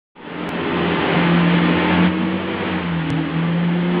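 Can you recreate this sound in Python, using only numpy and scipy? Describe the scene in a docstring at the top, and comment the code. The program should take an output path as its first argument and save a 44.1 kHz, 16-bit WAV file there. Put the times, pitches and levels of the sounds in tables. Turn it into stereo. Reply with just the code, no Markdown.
"""A small hovercraft runs across a flooded street, out of sight between buildings.
Its engine drones at twice the speed of its shaft. The geared fan adds a tone of its own
and a broad roar of air, which echoes off a wall. The throttle opens, eases and opens again,
and the tones swell and fade one by one. Two sharp ticks cut in, and a faint rumble lies underneath."""
import sys
import numpy as np
from scipy import signal
from scipy.fft import rfft, irfft, next_fast_len
from scipy.io import wavfile
from scipy.ndimage import uniform_filter1d, map_coordinates

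SR = 44100
rng = np.random.default_rng(int(sys.argv[2]) if len(sys.argv) > 2 else 0)


def persist_wave(psi):
    """Save psi, clipped to +-1, as 16-bit WAV."""
    counts = np.round(np.clip(psi, -1, 1) * 32767).astype(np.int16)
    wavfile.write(sys.argv[1], SR, np.atleast_2d(counts).T)


N = 176400

# how the three parts of the air roar swell and fade: t/s, low body/dB, rush/dB, hiss/dB
ROAR_LEVELS = [(0.16, -49.5, -47, -48.5), (0.28, -34, -34.6, -36.5), (0.55, -28.2, -27.5, -29.5),
               (0.8, -24.5, -24.5, -24.5), (1.15, -21, -21.0, -22), (1.38, -25.5, -24, -23),
               (1.7, -24.5, -23.5, -22), (2.07, -24, -22.5, -22.7), (2.1, -30, -30.5, -30.5),
               (2.25, -28.5, -28.9, -28.6), (2.42, -30.2, -29.5, -30), (2.68, -27, -26.5, -26.0),
               (2.78, -30.5, -27.5, -27.5), (2.82, -32.5, -31.5, -30), (3.2, -33, -30.5, -30.5),
               (3.55, -29.5, -31.5, -31.5), (3.8, -30.5, -31, -31), (3.99, -30, -26.5, -29)]


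def shaft_angle(jitter=.002):
    """How far the engine shaft has turned, in radians; its speed is slightly unsteady."""
    # turns per second as the throttle moves: t/s, f/Hz
    shaft_speed = [(0.15, 87.0), (0.55, 87.1), (0.9, 85.72), (1.5, 86.05), (1.7, 86.44), (2.05, 89.42),
                   (2.25, 92.13), (2.5, 95.25), (2.62, 95.4), (2.78, 89.76), (3.0, 81.8), (3.1, 78.7),
                   (3.25, 80.3), (3.55, 84.85), (4, 89.1)]
    hz, = curves(shaft_speed)
    unsteady_hz = hz * (1 + jitter * wobble(25))
    return 2 * np.pi * np.cumsum(unsteady_hz) / SR


def engine(angle):
    """The engine fires twice a turn; all its tones rise and fall in pitch with the shaft."""
    # loudness of the shaft tone, the firing tone and the octave above that: t/s, level/dB
    shaft_levels = [(0.16, -70), (0.41, -50.5), (0.87, -36), (1.04, -45), (1.16, -39.5), (1.62, -39.5),
                    (2.0, -29.5), (2.14, -40), (2.77, -35.5), (3.15, -42.5), (3.99, -48.5)]
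    firing_levels = [(0.16, -56), (0.33, -40), (0.56, -28), (0.63, -43.4), (0.75, -24.5), (0.96, -24),
                     (1.06, -32), (1.21, -18.5), (1.48, -14.5), (1.86, -23.5), (2.07, -13), (2.1, -22.3),
                     (2.35, -24.5), (2.5, -34), (2.68, -31), (2.77, -22.5), (2.81, -31), (2.87, -22.5),
                     (2.98, -19.5), (3.08, -27.2), (3.17, -20), (3.3, -33), (3.36, -19.5), (3.62, -18),
                     (3.99, -20.5)]
    octave_levels = [(0.16, -72), (0.24, -54), (0.34, -43), (0.46, -42), (0.76, -27), (1.17, -33),
                     (1.31, -24), (1.53, -34.5), (1.78, -26.5), (2.09, -40), (2.15, -47), (2.69, -36),
                     (2.74, -44.5), (3.04, -33.5), (3.19, -27), (3.6, -40.5), (3.67, -34.5), (3.99, -24)]
    # loudness of two whines, at 5 and 7 times the firing rate: t/s, level/dB
    low_whine_levels = [(0.16, -54.9), (0.8, -41.5), (1.4, -38), (1.65, -40.5), (1.85, -26), (2.05, -34),
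                        (2.15, -44.5), (2.8, -46.5), (3.2, -48.5), (3.99, -43.5)]
    high_whine_levels = [(0.16, -55), (0.8, -40.5), (1.2, -33.5), (1.6, -41), (1.999, -50.5), (2.3, -48.5),
                         (2.75, -51), (3.1, -50.0), (3.45, -41.5), (3.7, -53.5), (3.99, -47)]
    shaft = tone(angle, curves(shaft_levels)[0], flutter_db=2.5)
    firing = tone(2 * angle, curves(firing_levels)[0], flutter_db=.5)
    octave = tone(4 * angle, curves(octave_levels)[0], flutter_db=1.36)
    low_whine = tone(10 * angle, curves(low_whine_levels)[0], flutter_db=.5)
    high_whine = tone(14 * angle, curves(high_whine_levels)[0], flutter_db=.5)
    return shaft + firing + octave + low_whine + high_whine


def fan_tone(angle, blades_per_shaft_turn=3.5):
    """The blades of the geared fan sweep past so quickly that they hum."""
    # loudness of the hum: t/s, level/dB
    blade_levels = [(0.16, -54), (0.42, -32), (0.61, -36), (1.24, -25.5), (1.33, -32.5), (1.66, -23),
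                    (2.33, -26), (2.41, -31.5), (2.49, -29), (2.63, -33), (2.77, -24.5), (2.86, -42),
                    (3.11, -25), (3.39, -29.5), (3.47, -40.5), (3.73, -34.5), (3.89, -45), (3.99, -40)]
    return tone(blades_per_shaft_turn * angle, curves(blade_levels)[0], flutter_db=1.3)


def overtones(angle, fade_db=2.5):
    """Weaker tones of engine and fan follow the rush of air, each fading in and out at random."""
    # pitch of each overtone: multiple of the shaft speed
    multiples = [3, 6, 7, 10.5, 12, 17.5, 20, 24]
    # strength of each, added to the rush column of ROAR_LEVELS: level/dB
    offsets_db = [-13.5, -18, -20, -19, -16.5, -22, -21, -22]
    rush_db = curves(ROAR_LEVELS)[1]
    out = np.zeros(N)
    for multiple, offset_db in zip(multiples, offsets_db):
        phase = multiple * angle + .6 * wobble(14)
        level_db = rush_db + offset_db + fade_db * wobble(7)
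        out += tone(phase, level_db, flutter_db=2)
    return out


def fan_roar(gust_db=.5):
    """Air torn by the fan: a low body, a rush and a hiss, all stirred by the same gusts."""
    # tone colour of each part: f/Hz, relative level/dB
    body_spectrum = [(25, -35.5), (55, -33.5), (75, -22), (115, -13.5), (190, -1), (245, 2.5), (290, -1),
                     (335, -5.5), (400, -2.5), (450, -4.5), (500, -2), (580, -8.5), (700, -16),
                     (1200, -45.5)]
    rush_spectrum = [(300, -21.5), (550, -8), (720, -2), (880, 0), (1000, -2.5), (1180, -3), (1450, -5.5),
                     (1900, -17), (3000, -44.5), (4500, -82)]
    hiss_spectrum = [(900, -25.5), (1450, -5.5), (1800, -0.5), (2100, -2), (2400, -3.5), (3100, -5),
                     (3450, -9), (3800, -17.5), (4400, -25.5), (4750, -30.5), (5100, -56.5)]
    body_db, rush_db, hiss_db = curves(ROAR_LEVELS)
    body = amp(body_db + 1) * air_noise(body_spectrum, patchy_db=1.8)
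    rush = amp(rush_db - 3) * air_noise(rush_spectrum, patchy_db=1.7)
    hiss = amp(hiss_db - 3) * air_noise(hiss_spectrum, patchy_db=1.1)
    gusts = amp(gust_db * wobble(45))
    return gusts * (body + rush + hiss)


def add_wall_echo(sound):
    """A wall sends back one echo, which comes sooner and weaker as the craft moves on."""
    # the echo: t/s, delay/s, strength as a share of the direct sound
    echo_path = [(0, .01263, .33), (1.9, .01261, .33), (2.5, .01235, .16), (3.5, .01122, .14)]
    delay_s, strength = curves(echo_path)
    earlier_samples = np.arange(N) - delay_s * SR
    echo = np.array([map_coordinates(channel, [earlier_samples], order=5) for channel in sound])
    return (sound + strength * echo) / np.sqrt(1 + strength ** 2)


def stray_tone():
    """A wavering tone that swells with the early roar and does not follow the engine speed."""
    # its pitch and loudness: t/s, f/Hz, level/dB
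    tone_path = [(.3, 412, -51), (.52, 409.8, -37), (.76, 408, -31.5), (.97, 388.4, -28),
                 (1.25, 398, -31.5), (1.6, 400, -46), (2.1, 400, -76.5)]
    hz, level_db = curves(tone_path)
    return tone(2 * np.pi * np.cumsum(hz) / SR, level_db, flutter_db=2.5)


def ticks(decay_s=.00042, thump_hz=127, thump_peak_s=.01):
    """Dry ticks: each is a sudden jump that sinks back at once, over a soft low thump."""
    # one row a tick: t/s, level/dB, treble limit/Hz, thump level/dB
    tick_events = [(0.4913, -14.5, 14940, -42), (3.1037, -11, 9760, -20.5)]
    out = np.zeros(N)
    for start_s, level_db, top_hz, thump_db in tick_events:
        age = np.maximum(np.arange(N) / SR - start_s, 0)
        snap = amp(level_db) * (age > 0) * np.exp(-age / decay_s)
        out += filtered(snap, lambda hz: 1 / np.sqrt(1 + (hz / top_hz) ** 40))
        thump_shape = age / thump_peak_s * np.exp(1 - age / thump_peak_s)
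        out += amp(thump_db) * thump_shape * np.sin(2 * np.pi * thump_hz * age)
    return out


def rumble(level_db=-60.5):
    """A faint, deep noise under everything."""
    # its tone colour: f/Hz, relative level/dB
    rumble_spectrum = [(15, -2), (30, -6), (55, -7), (120, -26.5), (1000, -81)]
    return amp(level_db) * air_noise(rumble_spectrum, patchy_db=2.5)


def tone(angle, level_db, flutter_db, drift=.18):
    """One pure tone, fluttering in loudness and timing in the swirling air."""
    phase = angle + drift * flutter_db * wobble(22) + rng.uniform(0, 2 * np.pi)
    return np.sqrt(2) * amp(level_db + flutter_db * wobble(35)) * np.sin(phase)


def air_noise(spectrum, patchy_db, top_hz=5050):
    """Nearly mono noise of strength 1, in which narrow bands briefly grow louder or softer."""
    # stereo width, side (what differs between the ears) against mid (what they share): f/Hz, level/dB
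    width = [(150, -48.5), (300, -58.5), (600, -35.5), (1200, -24.5), (4000, -27)]
    bands = signal.stft(rng.standard_normal((2, N)), nperseg=2048)[2]
    patches = uniform_filter1d(rng.standard_normal(bands.shape[1:]), size=3, axis=0)  # blur in pitch
    patches = uniform_filter1d(patches, size=9, axis=1)  # blur in time
    noise = signal.istft(bands * amp(patchy_db * unit(patches)), nperseg=2048)[1][:, :N]
    mid, side = filtered(noise, lambda hz: amp(along(spectrum, hz)) * (hz < top_hz))
    side = filtered(side, lambda hz: amp(along(width, hz)))
    return unit(np.array([mid + side, mid - side]))


def amp(db):
    """Turn decibels into a number to multiply by."""
    return 10 ** (np.asarray(db) / 20)


def unit(x):
    """Scale x to an average strength (rms) of 1."""
    return x / np.sqrt(np.mean(x ** 2) + 1e-20)


def along(points, hz):
    """Read a table of frequency and value at hz, joining its points on a log frequency scale."""
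    frequencies, values = np.transpose(points)
    return np.interp(np.log(hz + 1), np.log(frequencies + 1), values)


def curves(rows):
    """Give each column after the time one value per sample."""
    times, *columns = np.transpose(rows)
    return [np.interp(np.arange(N) / SR, times, column) for column in columns]


def wobble(rate):
    """A smooth curve through `rate` random points a second."""
    points = rng.standard_normal(int(N * rate / SR) + 4)
    return map_coordinates(points, [np.arange(N) * rate / SR], mode="nearest")


def filtered(x, response):
    """Multiply each frequency in x by response(hz)."""
    size = next_fast_len(N + SR // 2)
    hz = np.fft.rfftfreq(size, 1 / SR)
    return irfft(rfft(x, size) * response(hz), size)[..., :N]


def scene():
    """Mix the hovercraft, slightly to the right, with the ticks and the rumble."""
    # how the craft's sound leans to one side: f/Hz, left minus right/dB
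    lean = [(420, 0), (700, -.8), (1000, -1.2), (2500, -1.3), (4500, -.9)]
    angle = shaft_angle()
    drone = engine(angle) + fan_tone(angle) + overtones(angle)
    craft = drone + stray_tone() + add_wall_echo(fan_roar())
    craft = filtered(craft, lambda hz: amp(np.outer([.5, -.5], along(lean, hz))))
    return craft + ticks() + rumble()


def record(dry):
    """Fade in quickly after a short silence and cut off the highest treble."""
    start_s, rise_s, top_hz = .149, .016, 15800
    progress = np.clip((np.arange(N) / SR - start_s) / rise_s, 0, 1)
    fade_in = np.sin(progress * np.pi / 2) ** 2
    return filtered(dry * fade_in, lambda hz: hz < top_hz)


dry = scene()
out = record(dry)
persist_wave(out)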